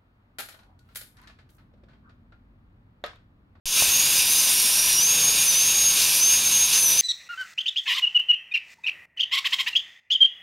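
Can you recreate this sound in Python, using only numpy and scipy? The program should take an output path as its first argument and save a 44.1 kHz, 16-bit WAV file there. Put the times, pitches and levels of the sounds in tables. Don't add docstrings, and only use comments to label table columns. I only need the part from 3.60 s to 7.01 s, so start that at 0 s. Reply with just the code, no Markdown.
import sys
import numpy as np
from scipy import signal
from scipy.fft import rfft, irfft, next_fast_len
from scipy.io import wavfile
from scipy.ndimage import uniform_filter1d, map_coordinates

SR = 44100
rng = np.random.default_rng(int(sys.argv[2]) if len(sys.argv) > 2 else 0)


def store_pcm(level_fs):
    pcm = np.round(np.clip(level_fs, -1, 1) * 32767).astype(np.int16)
    wavfile.write(sys.argv[1], SR, np.atleast_2d(pcm).T)


def attenuation_scalar(level_db):
    decades = np.asarray(level_db, float) / 20
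    return 10 ** decades


N = 150381
T = np.arange(N) / SR


def unit(x):
    return x / np.sqrt(np.mean(x ** 2) + 1e-20)


def curves(rows):
    times, *columns = np.transpose(rows)
    return [np.interp(T, times, column) for column in columns]


def wobble(rate):
    knots = rng.standard_normal(int(N * 2500 / SR) + 8)
    return map_coordinates(knots, [np.arange(N) * np.clip(rate, 0, 2500) / SR])


def phase(hz):
    return 2 * np.pi * np.cumsum(hz) / SR


def noise_band(rate, turn):
    return wobble(rate) * np.sin(turn) + wobble(rate) * np.cos(turn)


def filtered(x, response):
    size = next_fast_len(N + 8192)
    return irfft(rfft(x, size) * response(np.fft.rfftfreq(size, 1 / SR)), size)[..., :N]


def rush(spectrum, patchy_db):
    f, db = np.transpose(spectrum)
    z = signal.stft(rng.standard_normal(N), nperseg=512)[2]
    field = uniform_filter1d(rng.standard_normal(z.shape), size=5, axis=0)
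    field = uniform_filter1d(field, size=10, axis=1)
    x = signal.istft(z * attenuation_scalar(patchy_db * unit(field)), nperseg=512)[1][:N]
    return unit(filtered(x, lambda hz: attenuation_scalar(np.interp(np.log(hz + 1), np.log(f), db))))


# (time [s], frequency [Hz])
SPEED = [(0.055, 6440), (0.12, 6320), (0.19, 6340), (0.284, 6210), (0.384, 6590), (0.419, 6650),
         (0.499, 6610), (0.534, 6400), (0.599, 5770), (0.629, 5620), (0.654, 5700), (0.714, 6240),
         (0.748, 6320), (0.823, 6140), (0.928, 5580), (0.988, 5630), (1.073, 5560), (1.152, 5550),
         (1.207, 5730), (1.307, 5800), (1.357, 5640), (1.372, 5640), (1.412, 5980), (1.467, 6330),
         (1.502, 6480), (1.537, 6540), (1.611, 6440), (1.721, 6550), (1.816, 6540), (1.886, 6120),
         (1.906, 6100), (1.936, 5920), (2.005, 6290), (2.08, 6470), (2.2, 6520), (2.305, 6480),
         (2.365, 6420), (2.439, 6190), (2.514, 5820), (2.539, 5780), (2.564, 5850), (2.669, 6340),
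         (2.744, 6440), (2.794, 6430), (2.844, 6340), (3.048, 6480), (3.083, 6380), (3.118, 6180),
         (3.188, 6290), (3.218, 6230), (3.268, 6040), (3.342, 6000), (3.412, 6290)]
JITTER_HZ = 3.7


def rotor_phase():
    return phase(uniform_filter1d(curves(SPEED)[0], size=700) + JITTER_HZ * wobble(120))


# (time [s], rms level [dB])
WHINE = [(0.055, -28), (0.165, -23.5), (0.26, -33), (0.285, -36), (0.319, -23.5), (0.364, -19),
         (0.384, -30), (0.399, -19.5), (0.424, -30), (0.439, -21), (0.479, -35), (0.504, -28), (0.539, -29),
         (0.65, -40), (0.662, -34), (0.7, -24), (0.725, -23), (0.745, -31), (0.795, -22), (0.815, -31),
         (0.868, -34), (0.888, -36), (0.938, -47), (0.955, -27), (0.985, -27), (1.013, -35), (1.048, -29),
         (1.083, -31), (1.102, -43), (1.142, -29), (1.152, -38), (1.192, -25), (1.23, -31), (1.27, -29.5),
         (1.372, -27), (1.402, -19.5), (1.517, -20.5), (1.546, -25), (1.686, -19.5), (1.756, -30.5),
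         (1.821, -22), (1.846, -32), (1.896, -17.5), (1.926, -26.5), (1.976, -19.5), (2.16, -23),
         (2.29, -18.5), (2.35, -28.5), (2.469, -29), (2.519, -37), (2.555, -31), (2.579, -34),
         (2.619, -19.5), (2.664, -17.5), (2.789, -21.5), (2.824, -31), (2.868, -19.5), (2.908, -28),
         (2.928, -19), (2.998, -24), (3.033, -16), (3.088, -34), (3.124, -46), (3.131, -24), (3.178, -20.5),
         (3.213, -23), (3.263, -21), (3.312, -26), (3.332, -17), (3.367, -28), (3.392, -15), (3.412, -18)]
# (time [s], rms level [dB])
OCTAVE = [(.1, -50), (.4, -47), (.57, -36), (.7, -38), (.9, -45), (1.25, -46), (1.45, -41), (1.64, -39),
          (1.75, -44), (1.85, -39), (2.26, -42), (2.55, -37), (2.65, -42), (2.83, -38), (2.97, -39),
          (3.1, -36), (3.17, -44), (3.3, -37)]
FLUTTER_DB, OCTAVE_FLUTTER_DB = 1.5, 3.5


def whine(turn):
    (level_db,), (octave_db,) = curves(WHINE), curves(OCTAVE)
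    fundamental = attenuation_scalar(level_db + FLUTTER_DB * wobble(60)) * np.sin(turn)
    octave = attenuation_scalar(octave_db + OCTAVE_FLUTTER_DB * wobble(30.3)) * np.sin(2 * turn)
    return np.sqrt(2) * (fundamental + octave)


# (time [s], level [dB])
LOAD = [(.1, -46), (.48, -48), (.58, -33), (.66, -48), (.86, -37), (1.35, -32), (1.45, -44), (2.4, -43),
        (2.51, -29), (2.6, -51), (3.07, -52), (3.095, -36), (3.13, -42), (3.3, -23.5), (3.41, -46)]
SMEAR_HZ, OCTAVE_SMEAR_DB = 710, -3


def cutting_smear(turn):
    smear = noise_band(SMEAR_HZ, turn)
    octave_smear = noise_band(2 * SMEAR_HZ, 2 * turn)
    return attenuation_scalar(curves(LOAD)[0]) * (smear + attenuation_scalar(OCTAVE_SMEAR_DB) * octave_smear)


# (time [s], length [s], offset from the whine [Hz], rms level at mid-length [dB])
CHATTER = [(.52, .13, 235, -32), (.82, .07, 235, -30), (1.29, .09, 270, -34), (3.27, .08, -270, -37)]
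CHATTER_WANDER_HZ = 16.7


def chatter(turn):
    wander = phase(CHATTER_WANDER_HZ * wobble(60))
    x = np.zeros(N)
    for s, length, offset_hz, db in CHATTER:
        swell = np.sin(np.pi * np.clip((T - s) / length, 0, 1)) ** .5
        line = np.sin(turn + wander + 2 * np.pi * offset_hz * T)
        x += attenuation_scalar(db + 2.1 * wobble(54.8)) * swell * line
    return np.sqrt(2) * x


def turbine():
    turn = rotor_phase()
    return whine(turn) + cutting_smear(turn) + chatter(turn)


# (frequency [Hz], relative density [dB per Hz])
SUCTION = [(700, -18.5), (900, -16.5), (1020, -8), (1200, -17.5), (1600, -10.5), (2050, -13), (2350, -2.5),
           (2500, -0.5), (2850, 0.5), (3150, -5), (3400, -1), (3750, 1), (4000, -3), (4500, -3.5),
           (4930, 0.5), (5200, -1.5), (6300, 0), (8000, -4), (10000, -13), (16000, -42)]


def suction(level_db):
    return attenuation_scalar(level_db + 0.68 * wobble(70)) * rush(SUCTION, patchy_db=0.89)


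# (frequency [Hz], relative density [dB per Hz])
SPRAY = [(4000, -23), (6500, -20), (8800, 1.5), (9400, -0.5), (10800, 1), (12000, -4.5), (13400, -6.5),
         (14800, -14), (16000, -9)]


def spray(level_db, tilt_db):
    fizz = rush(SPRAY, patchy_db=1.0)
    top = filtered(fizz, lambda hz: 1 / (1 + (11800 / (hz + 1)) ** 16))
    return attenuation_scalar(level_db + 0.62 * wobble(150)) * (fizz - top + attenuation_scalar(tilt_db) * top)


# (time [s], suction level before +3 [dB], spray level before +1 [dB], treble tilt [dB])
AIR = [(0.2, -20.5, -21.5, 3), (0.22, -25, -23, 2), (0.35, -25.5, -25.5, 4), (1.04, -26.5, -21.5, 0.5),
       (1.4, -26, -24, -1), (1.48, -27.5, -25.5, 1), (1.64, -26, -25.5, 0.5), (1.91, -27, -24, -1),
       (2.09, -26.5, -25.5, 0), (2.25, -27.5, -27, 1), (2.42, -24.5, -24.5, 2), (2.56, -25.5, -21.5, -1),
       (2.64, -27, -26, 0.5), (3.13, -26, -26, 0.5), (3.18, -23.5, -22.5, -2), (3.21, -28.5, -21.5, -5),
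       (3.41, -27, -25.5, 1)]


def air():
    suction_db, spray_db, tilt_db = curves(AIR)
    shared_db = 0.68 * wobble(24.84)
    return suction(suction_db + 3.0 + shared_db) + spray(spray_db + 1.0 + shared_db, tilt_db)


# (frequency [Hz], mean level [dB])
TUBE = [(3700, -42.5), (4900, -40)]
TUBE_WIDTH_SHARE, TUBE_DRIFT_SHARE, TUBE_SWING_DB = .03, .015, 4


def tube():
    x = np.zeros(N)
    for hz, db in TUBE:
        turn = phase(hz * (1 + TUBE_DRIFT_SHARE * wobble(6)))
        rough = noise_band(2 * TUBE_WIDTH_SHARE * hz, turn)
        x += attenuation_scalar(db + TUBE_SWING_DB * wobble(9.06)) * rough
    return x


# (frequency [Hz], relative density [dB per Hz])
CLINIC = [(20, -9), (40, -13), (65, 1), (95, -12.5), (135, 2.5), (250, -5), (500, -6.5), (900, -5),
          (2000, -12), (5000, -30)]
CLINIC_DB = -45


def clinic():
    return attenuation_scalar(CLINIC_DB + 1.6 * wobble(5.26)) * rush(CLINIC, patchy_db=0.3)


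ROOM_T60_S = 0.27


def room(x):
    t = np.arange(SR // 2) / SR
    tail = rng.standard_normal(len(t)) * attenuation_scalar(-60 * t / ROOM_T60_S) * (t > .004)
    return signal.fftconvolve(x, tail / np.linalg.norm(tail))[:N]


HISS_ROOM_DB = -6.5


def hiss_in_room(hiss):
    def share(hz):
        return attenuation_scalar(HISS_ROOM_DB) / np.sqrt((1 + (hz / 6000) ** 2) * (1 + (1200 / (hz + 1)) ** 2))

    together = hiss + filtered(room(hiss), share)
    return filtered(together, lambda hz: 1 / np.sqrt(1 + share(hz) ** 2))


WAKE_S = .056
THUMP_DB, THUMP_S = -32, 0.027


def thump():
    u = np.clip(T - WAKE_S, 0, None)
    return -attenuation_scalar(THUMP_DB) * (1 - np.exp(-u / 0.0015)) * np.exp(-u / THUMP_S)


# (time [s], envelope peak [dB], frequency [Hz])
BUMPS = [(.223, -30, 130), (.2885, -35, 70)]
BUMP_CYCLES = 0.38


def bumps():
    x = np.zeros(N)
    for s, db, hz in BUMPS:
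        envelope = np.exp(-((T - s) * hz / BUMP_CYCLES) ** 2)
        x += attenuation_scalar(db) * np.sin(2 * np.pi * hz * (T - s)) * envelope
    return x


# (time [s], peak [dB], frequency [Hz])
CLICKS = [(.2235, -16.5, 830)]
CLICK_CYCLES = 0.57


def clicks():
    x = np.zeros(N)
    for s, db, hz in CLICKS:
        envelope = np.exp(-((T - s) * hz / CLICK_CYCLES) ** 2)
        x += attenuation_scalar(db) * np.cos(2 * np.pi * hz * (T - s)) * envelope
    return x


# (time [s], envelope half-width to 1/e [s], frequency [Hz], envelope peak [dB])
BLIPS = [(1.392, 0.0047, 2900, -21), (1.605, 0.051, 490, -42)]


def blips():
    x = np.zeros(N)
    for s, length, hz, db in BLIPS:
        x += attenuation_scalar(db) * np.sin(2 * np.pi * hz * T) * np.exp(-((T - s) / length) ** 2)
    return x


# (time [s], length [s], start frequency [Hz], end frequency [Hz], level at mid-
# length [dB])
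SLURPS = [(2.34, .14, 2750, 4920, -32.5)]


def slurp():
    x = np.zeros(N)
    for s, length, from_hz, to_hz, db in SLURPS:
        u = np.clip((T - s) / length, 0, 1)
        turn = phase(from_hz + (to_hz - from_hz) * u)
        x += attenuation_scalar(db) * np.sin(np.pi * u) * noise_band(600, turn)
    return x


ROOM_DB = -19


def scene():
    tool = turbine() + slurp()
    hiss = hiss_in_room(air() + tube())
    pulses = bumps() + clicks() + blips()
    x = tool + attenuation_scalar(ROOM_DB) * room(tool) + hiss + clinic() + pulses
    return np.array([x, x])


def low_pass(x):
    return signal.sosfilt(signal.butter(12, 15720, fs=SR, output="sos"), x)


NOTCH_HZ, NOTCH_WIDTH_HZ, NOTCH_DEPTH = 7904, 635, 0.81
TOP_HZ = 15720
WAKE_DB, RISE_S = -13.5, 0.17


def record(dry):
    def notch(hz):
        return 1 - NOTCH_DEPTH / (1 + (2 * (hz - NOTCH_HZ) / NOTCH_WIDTH_HZ) ** 2)

    u = np.clip(T - WAKE_S, 0, None)
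    gain = (u > 0) * attenuation_scalar(WAKE_DB * np.clip(1 - u / RISE_S, 0, 1))
    heard = filtered(dry, lambda hz: notch(hz) * (hz < TOP_HZ))
    mix = heard * gain + thump()
    return low_pass(mix)


dry = scene()
out = record(dry)
store_pcm(out)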